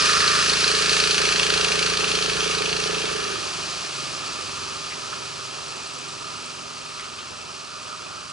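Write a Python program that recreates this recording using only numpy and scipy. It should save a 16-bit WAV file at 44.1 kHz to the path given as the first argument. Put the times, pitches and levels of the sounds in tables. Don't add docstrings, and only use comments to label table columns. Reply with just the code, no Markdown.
import sys
import numpy as np
from scipy import signal
from scipy.fft import rfft, irfft
from scipy.io import wavfile
from scipy.ndimage import uniform_filter1d

SR = 44100
rng = np.random.default_rng(int(sys.argv[2]) if len(sys.argv) > 2 else 0)


def wav_out(sig):
    wavfile.write(sys.argv[1], SR, np.round(np.clip(np.atleast_2d(sig).T, -1, 1) * 32767).astype(np.int16))


N = 366912
TIME = np.arange(N) / SR
FREQS = np.maximum(np.arange(N // 2 + 1) * SR / N, 1)

CLACK_DB, CLACK_ALONGSIDE_DB, TAPPING_DB = -18, -11.5, -50.5
ECHO_AT_M = 10
DRONE_ECHO_DB, CLACK_ECHO_DB, ECHO_GROWTH_DB = -8, -5, 2
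# t/s, firing rate f/Hz
SPEED = [(0.0, 27.137), (1.2, 28.061), (1.75, 27.703), (2.95, 27.704), (3.25, 26.559), (3.6, 23.346),
         (3.95, 22.197), (5.3, 21.875), (6.6, 22.089), (7.3, 21.548), (8.3, 21.318)]


def engine(metres, load, alongside):
    firing_hz = curves(SPEED)[0]
    cycles = .33 + np.cumsum(firing_hz) / SR + .003 * walk(6)
    hum = drone(cycles, load, alongside) * amp(fade(metres, reach_m=31, doubling_db=-12))
    knock_db = CLACK_DB + CLACK_ALONGSIDE_DB * alongside
    knock_db = knock_db + fade(metres, reach_m=15.85, doubling_db=-24.5)
    rattle = clack(cycles, alongside) * (load ** 2 * amp(knock_db) + amp(TAPPING_DB))
    scattered = hum * amp(DRONE_ECHO_DB) + rattle.mean(0) * amp(CLACK_ECHO_DB)
    echo_send = scattered * amp(ECHO_GROWTH_DB * np.log2(metres / ECHO_AT_M))
    return hum + rattle + forest(echo_send, t60=0.7, side_db=-3)


INTAKE_DB, INTAKE_EASED_DB, INTAKE_ALONGSIDE_DB = -31.5, -17, -3
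EXHAUST_DB, EXHAUST_EASED_DB, EXHAUST_ALONGSIDE_DB = -35, -7, 0.1
# f/Hz, width of one pass/Hz, relative level/dB
AIR_BOX_LOADED = [(425.4, 53, -2.5), (342, 11, -11.5), (464, 270, -16)]
AIR_BOX_EASED = [(381.5, 70, -3), (486, 80, -19)]
# f/Hz, width of one pass/Hz, relative level/dB
PIPE_LOADED = [(51, 31, 1.5), (91.7, 14, 1), (113.8, 17, -1), (140, 28, -2), (169.7, 49, 3),
               (223.3, 18, -0.5), (251.1, 34, -2.5)]
PIPE_EASED = [(64, 13, -13), (85, 9.8, 1.5), (104, 23, 4.5), (144, 60, 1.5), (246.8, 37, 0), (618, 30, 2),
              (979, 62, -1), (1072, 34, 2)]
# t/s, length/s, harmonic number, peak level before distance/dB
SWELLS = [(3.225, 0.28, 15, -38.5), (4.046, .32, 6, -42), (4.55, 0.4, 4, -43), (5.4, .6, 6, -46),
          (6.1, 0.36, 6, -49), (6.55, 1, 11, -43.5), (7.35, .48, 4, -45)]


def drone(cycles, load, alongside):
    intake_db = INTAKE_DB + INTAKE_EASED_DB * (1 - load) + INTAKE_ALONGSIDE_DB * alongside
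    exhaust_db = EXHAUST_DB + EXHAUST_EASED_DB * (1 - load ** 4) + EXHAUST_ALONGSIDE_DB * alongside
    gulps = strokes(cycles, at=.52, scatter_db=1.2, jitter_s=.00005)
    puffs = strokes(cycles, at=.76, scatter_db=1.1, jitter_s=.0001)
    honk = load ** 3
    boom = load ** 6 * (1 - .5 * alongside)
    intake = honk * ring(gulps, AIR_BOX_LOADED, order=2) + (1 - honk) * ring(gulps, AIR_BOX_EASED, order=2)
    exhaust = boom * ring(puffs, PIPE_LOADED, order=2) + (1 - boom) * ring(puffs, PIPE_EASED, order=2)
    out = intake * amp(intake_db) + exhaust * amp(exhaust_db)
    for s, length, harmonic, db in SWELLS:
        tone = np.cos(2 * np.pi * harmonic * (cycles - .72))
        out = out + amp(db) * swell(s, length) * tone
    return out


# f/Hz, width of one pass/Hz,
# level from astern before weighting by root width/dB, level change alongside/dB
CLACK = [(1440, 490, -4, -10), (1720, 680, -5.5, 8), (2680, 800, 2, -6), (3156, 730, -1.5, -6),
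         (4240, 880, 1.5, 4.5), (5630, 590, -4, -21), (8200, 1100, -12.5, 5)]


def clack(cycles, alongside):
    firings = strokes(cycles, at=.875, scatter_db=.7, jitter_s=.0004)
    rattle = bursts(firings, rise_s=0.0011, decay_s=0.0042) * noise(side_db=-15)
    out = 0
    for hz, width, db, alongside_db in CLACK:
        strength_db = db + alongside * alongside_db + 1.8 * walk(40)
        mode = ring(rattle, [(hz, width, 0)], order=2)
        out = out + mode * np.sqrt(width) * amp(strength_db)
    return unit(out)


def forest(x, t60, side_db):
    tail = (noise(side_db) * burst(TIME, 0.0041, t60 / np.log(1000)))[:, :SR]
    tail = tail / np.sqrt(np.sum(tail ** 2) / 2)
    return signal.fftconvolve(x[None], tail, axes=1)[:, :N]


WAKE_DB, STERN_M = -22, 5.6
GUSH_DB, GUSH_EASED_DB, GUSH_STERN_DB = -8, -5, 1.5
HOUSING_DB, HOUSING_STERN_DB, RIPPLES_DB = -8.5, 3.2, -46
WAVE_FIZZ_DB = -2.5
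# f/Hz, relative level/dB
SPRAY = [(1120, -50), (1900, -27.5), (2080, -6.5), (2460, 2.5), (2740, 2), (3650, -1), (4490, 2.5),
         (5510, -1), (5980, 0), (7400, -8.5), (8260, -9), (9150, -15), (10100, -8.5), (11000, -18),
         (14300, -103), (22000, -120)]
# f/Hz, relative level/dB
FOAM = [(1120, -23.5), (1900, -13.5), (2200, -6), (2510, 0.5), (3650, -3.5), (4330, 0.5), (4830, 1.5),
        (6020, -3), (7560, -7.5), (8260, -7.5), (9290, -16.5), (10100, -12.5), (11000, -21.5),
        (14300, -100), (22000, -120)]
# f/Hz, relative level/dB
GUSH = [(20, -36), (50, -16), (150, -9.5), (300, -13), (550, -8), (820, -17.5), (1050, -7.5), (1400, -0.5),
        (1750, 5), (2050, -7.5), (2600, -6.5), (5000, -54)]
# f/Hz, width of one pass/Hz, relative level/dB
HOUSING = [(1216.5, 94, 4.5), (1281, 235, 8)]
# t/s, length/s, housing level/dB
WAVES = [(4.6, 0.79, -44), (6.272, 0.36, -45), (7.002, 0.24, -42), (7.99, 1, -43)]


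def water(metres, load, alongside):
    wake_db = WAKE_DB + fade(metres, reach_m=15.86, doubling_db=-12.6)
    stern = within(metres, STERN_M, steepness=32)
    waves = sum(amp(db) * swell(s, length) for s, length, db in WAVES)

    fizz = noise(side_db=-9) * amp(1.2 * walk(45))
    fizz = fizz + amp(-5) * drops(rate=3200, scatter_db=3.5, side_db=-12)
    spray = np.sqrt(load) * colour(fizz, SPRAY) * amp(wake_db + 0.5)

    hiss = noise(side_db=-6.5) * amp(2 * walk(40))
    sizzle = alongside * ring(hiss, [(5055, 866, 0)], order=2) * amp(wake_db - 6.5)

    bubbles = noise(side_db=-12) * amp(0.6 * walk(25))
    bubbles = bubbles + amp(-3.5) * drops(rate=1400, scatter_db=2.8, side_db=-9)
    foam_gain = np.hypot(np.sqrt(1 - load) * amp(wake_db + 0.64), waves * amp(WAVE_FIZZ_DB))
    foam = colour(bubbles, FOAM) * foam_gain

    churn = noise(side_db=-16) * amp(1.2 * walk(25.18))
    churn = churn + amp(-3.5) * drops(rate=400, scatter_db=1.5, side_db=-17.0)
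    gush_db = wake_db + GUSH_DB + GUSH_EASED_DB * (1 - load) + GUSH_STERN_DB * stern
    gush = colour(churn, GUSH) * amp(gush_db)

    rush = amp(wake_db + HOUSING_DB + HOUSING_STERN_DB * stern)
    drive = np.sqrt(rush ** 2 + amp(RIPPLES_DB) ** 2 + waves ** 2)
    housing = ring(noise(side_db=-11.5) * amp(0.9 * walk(14)), HOUSING, order=2) * drive
    return spray + sizzle + foam + gush + housing


# f/Hz, relative level/dB
RIVER = [(20, -28), (40, -10), (65, -3.5), (130, -5), (300, -5.5), (400, -3), (600, -3.5), (800, -3),
         (1050, -2), (1500, -18), (2000, -15), (5000, -52)]
# t/s, level before the burst envelope/dB, centre f/Hz,
# width of one pass/Hz, decay/s
SPLASHES = [(4.908, -30.5, 2200, 1200, 0.022), (5.127, -20.5, 1320, 300, 0.0092),
            (6.99, -32.5, 2300, 2600, 0.025), (7.185, -35, 3200, 2000, 0.029)]


def river(metres, alongside):
    lapping_db = 1.2 * walk(12)
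    wash_db = -37 + fade(metres, reach_m=22.7, doubling_db=-11.5) - 8 * alongside
    out = colour(noise(side_db=-15), RIVER) * amp(wash_db + lapping_db)
    for s, db, hz, width, decay in SPLASHES:
        slap = ring(drops(rate=1400, scatter_db=4.0, side_db=-19), [(hz, width, 0)], order=2)
        out = out + amp(db) * burst(TIME - s, 0.0051, decay) * slap
    return out


# t/s, level/dB
INSECT = [(0, -80), (5.3, -70), (5.9, -53), (6.8, -56), (7.4, -61), (8.3, -55)]


def insect():
    beats = np.cumsum(15 * amp(2.5 * walk(9))) / SR
    ticks = bursts(strokes(beats, at=0, scatter_db=2.5, jitter_s=.008), rise_s=.001, decay_s=.004)
    return ring(ticks * noise(side_db=-9.0), [(8120, 750, 0)], order=2) * amp(curves(INSECT)[0])


def amp(db):
    return 10 ** (np.asarray(db) / 20)


def unit(x):
    return x / np.sqrt(np.mean(x ** 2))


def curves(table):
    s, *columns = np.transpose(table)
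    return [np.interp(TIME, s, c) for c in columns]


def spectra(table):
    hz, *columns = np.transpose(table)
    return [np.interp(np.log(FREQS), np.log(np.maximum(hz, 1)), c) for c in columns]


def colour(x, points):
    return unit(irfft(rfft(x) * amp(spectra(points)[0]), N))


def ring(x, modes, order=1):
    response = 0
    for hz, width, db in modes:
        detuning = (FREQS ** 2 - hz ** 2) / (FREQS * width)
        response = response + amp(db) / (1 + 1j * detuning) ** order
    return unit(irfft(rfft(x) * response, N))


def walk(rate):
    k = int(SR / rate)
    steps = np.repeat(rng.standard_normal(N // k + 1), k)
    return unit(uniform_filter1d(uniform_filter1d(steps, k), k)[:N])


def wide(mid, side, side_db):
    return mid + amp(side_db) * side * np.array([[1], [-1]])


def noise(side_db):
    return unit(wide(*rng.standard_normal((2, N)), side_db))


def drops(rate, scatter_db, side_db):
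    hit = rng.random(N) < rate / SR
    size_db = scatter_db * np.minimum(rng.exponential(size=N), 3.3)
    size = hit * rng.choice([-1, 1], N) * amp(size_db)
    return unit(wide(size, size * rng.standard_normal(N), side_db))


def strokes(cycles, at, scatter_db, jitter_s):
    starts = np.flatnonzero(np.diff(np.floor(cycles - at)))
    chance = rng.standard_normal((N // 1000, 2))[:len(starts)]
    moments = starts + (jitter_s * SR * chance[:, 0]).astype(int)
    pulses = np.zeros(N)
    pulses[np.clip(moments, 0, N - 1)] = amp(scatter_db * chance[:, 1])
    return pulses


def burst(age, rise_s, decay_s):
    age = np.maximum(age, 0)
    return (1 - np.exp(-age / rise_s)) * np.exp(-age / decay_s)


def bursts(pulses, rise_s, decay_s):
    return signal.fftconvolve(pulses, burst(TIME[:SR // 10], rise_s, decay_s))[:N]


def swell(s, length):
    return np.exp(-(2 * (TIME - s) / length) ** 2)


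def fade(metres, reach_m, doubling_db):
    return doubling_db * np.log2(np.hypot(metres / reach_m, 1))


def within(metres, edge_m, steepness):
    return 1 / (1 + (metres / edge_m) ** steepness)


START_M, METRES_PER_FIRING = 3, .2


def distance():
    return START_M + METRES_PER_FIRING * np.cumsum(curves(SPEED)[0]) / SR


ASTERN_M = 7.1
# t/s, engine load (0-1)
LOAD = [(2.95, 0.95), (3.35, 0.79), (3.46, 0.23), (8.3, 0.01)]


def scene():
    metres, load = distance(), np.clip(curves(LOAD)[0], 0, 1)
    alongside = within(metres, ASTERN_M, steepness=5.5)
    boat = engine(metres, load, alongside) + water(metres, load, alongside)
    return boat + river(metres, alongside) + insect()


TOP_HZ = 11150
# f/Hz, left minus right level/dB, phase by which left leads/rad
PORTS = [(40, 2, -.3), (130, -2.3, -.9), (260, -3.5, -1.45), (443, -6, -1.83), (700, -7, -1.66),
         (1250, -5.1, -1.25), (1650, -1.5, -.85), (2100, 1.8, -1.1), (2600, .3, -1.25), (3600, -.5, -.72),
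         (5500, -.7, -.57), (8000, 0, -.8), (11000, -.5, .38)]


def record(dry):
    balance_db, lead = spectra(PORTS)
    ports = (amp(balance_db) * np.exp(1j * lead)) ** np.array([[.5], [-.5]])
    low_cut = 1 / np.sqrt(1 + (34 / FREQS) ** 4)
    heard = irfft(rfft(dry) * low_cut * ports / ports.mean(0), N)
    top_cut = signal.ellip(12, .2, 80, TOP_HZ, fs=SR, output="sos")
    return signal.sosfilt(top_cut, heard)


dry = scene()
out = record(dry)
wav_out(out)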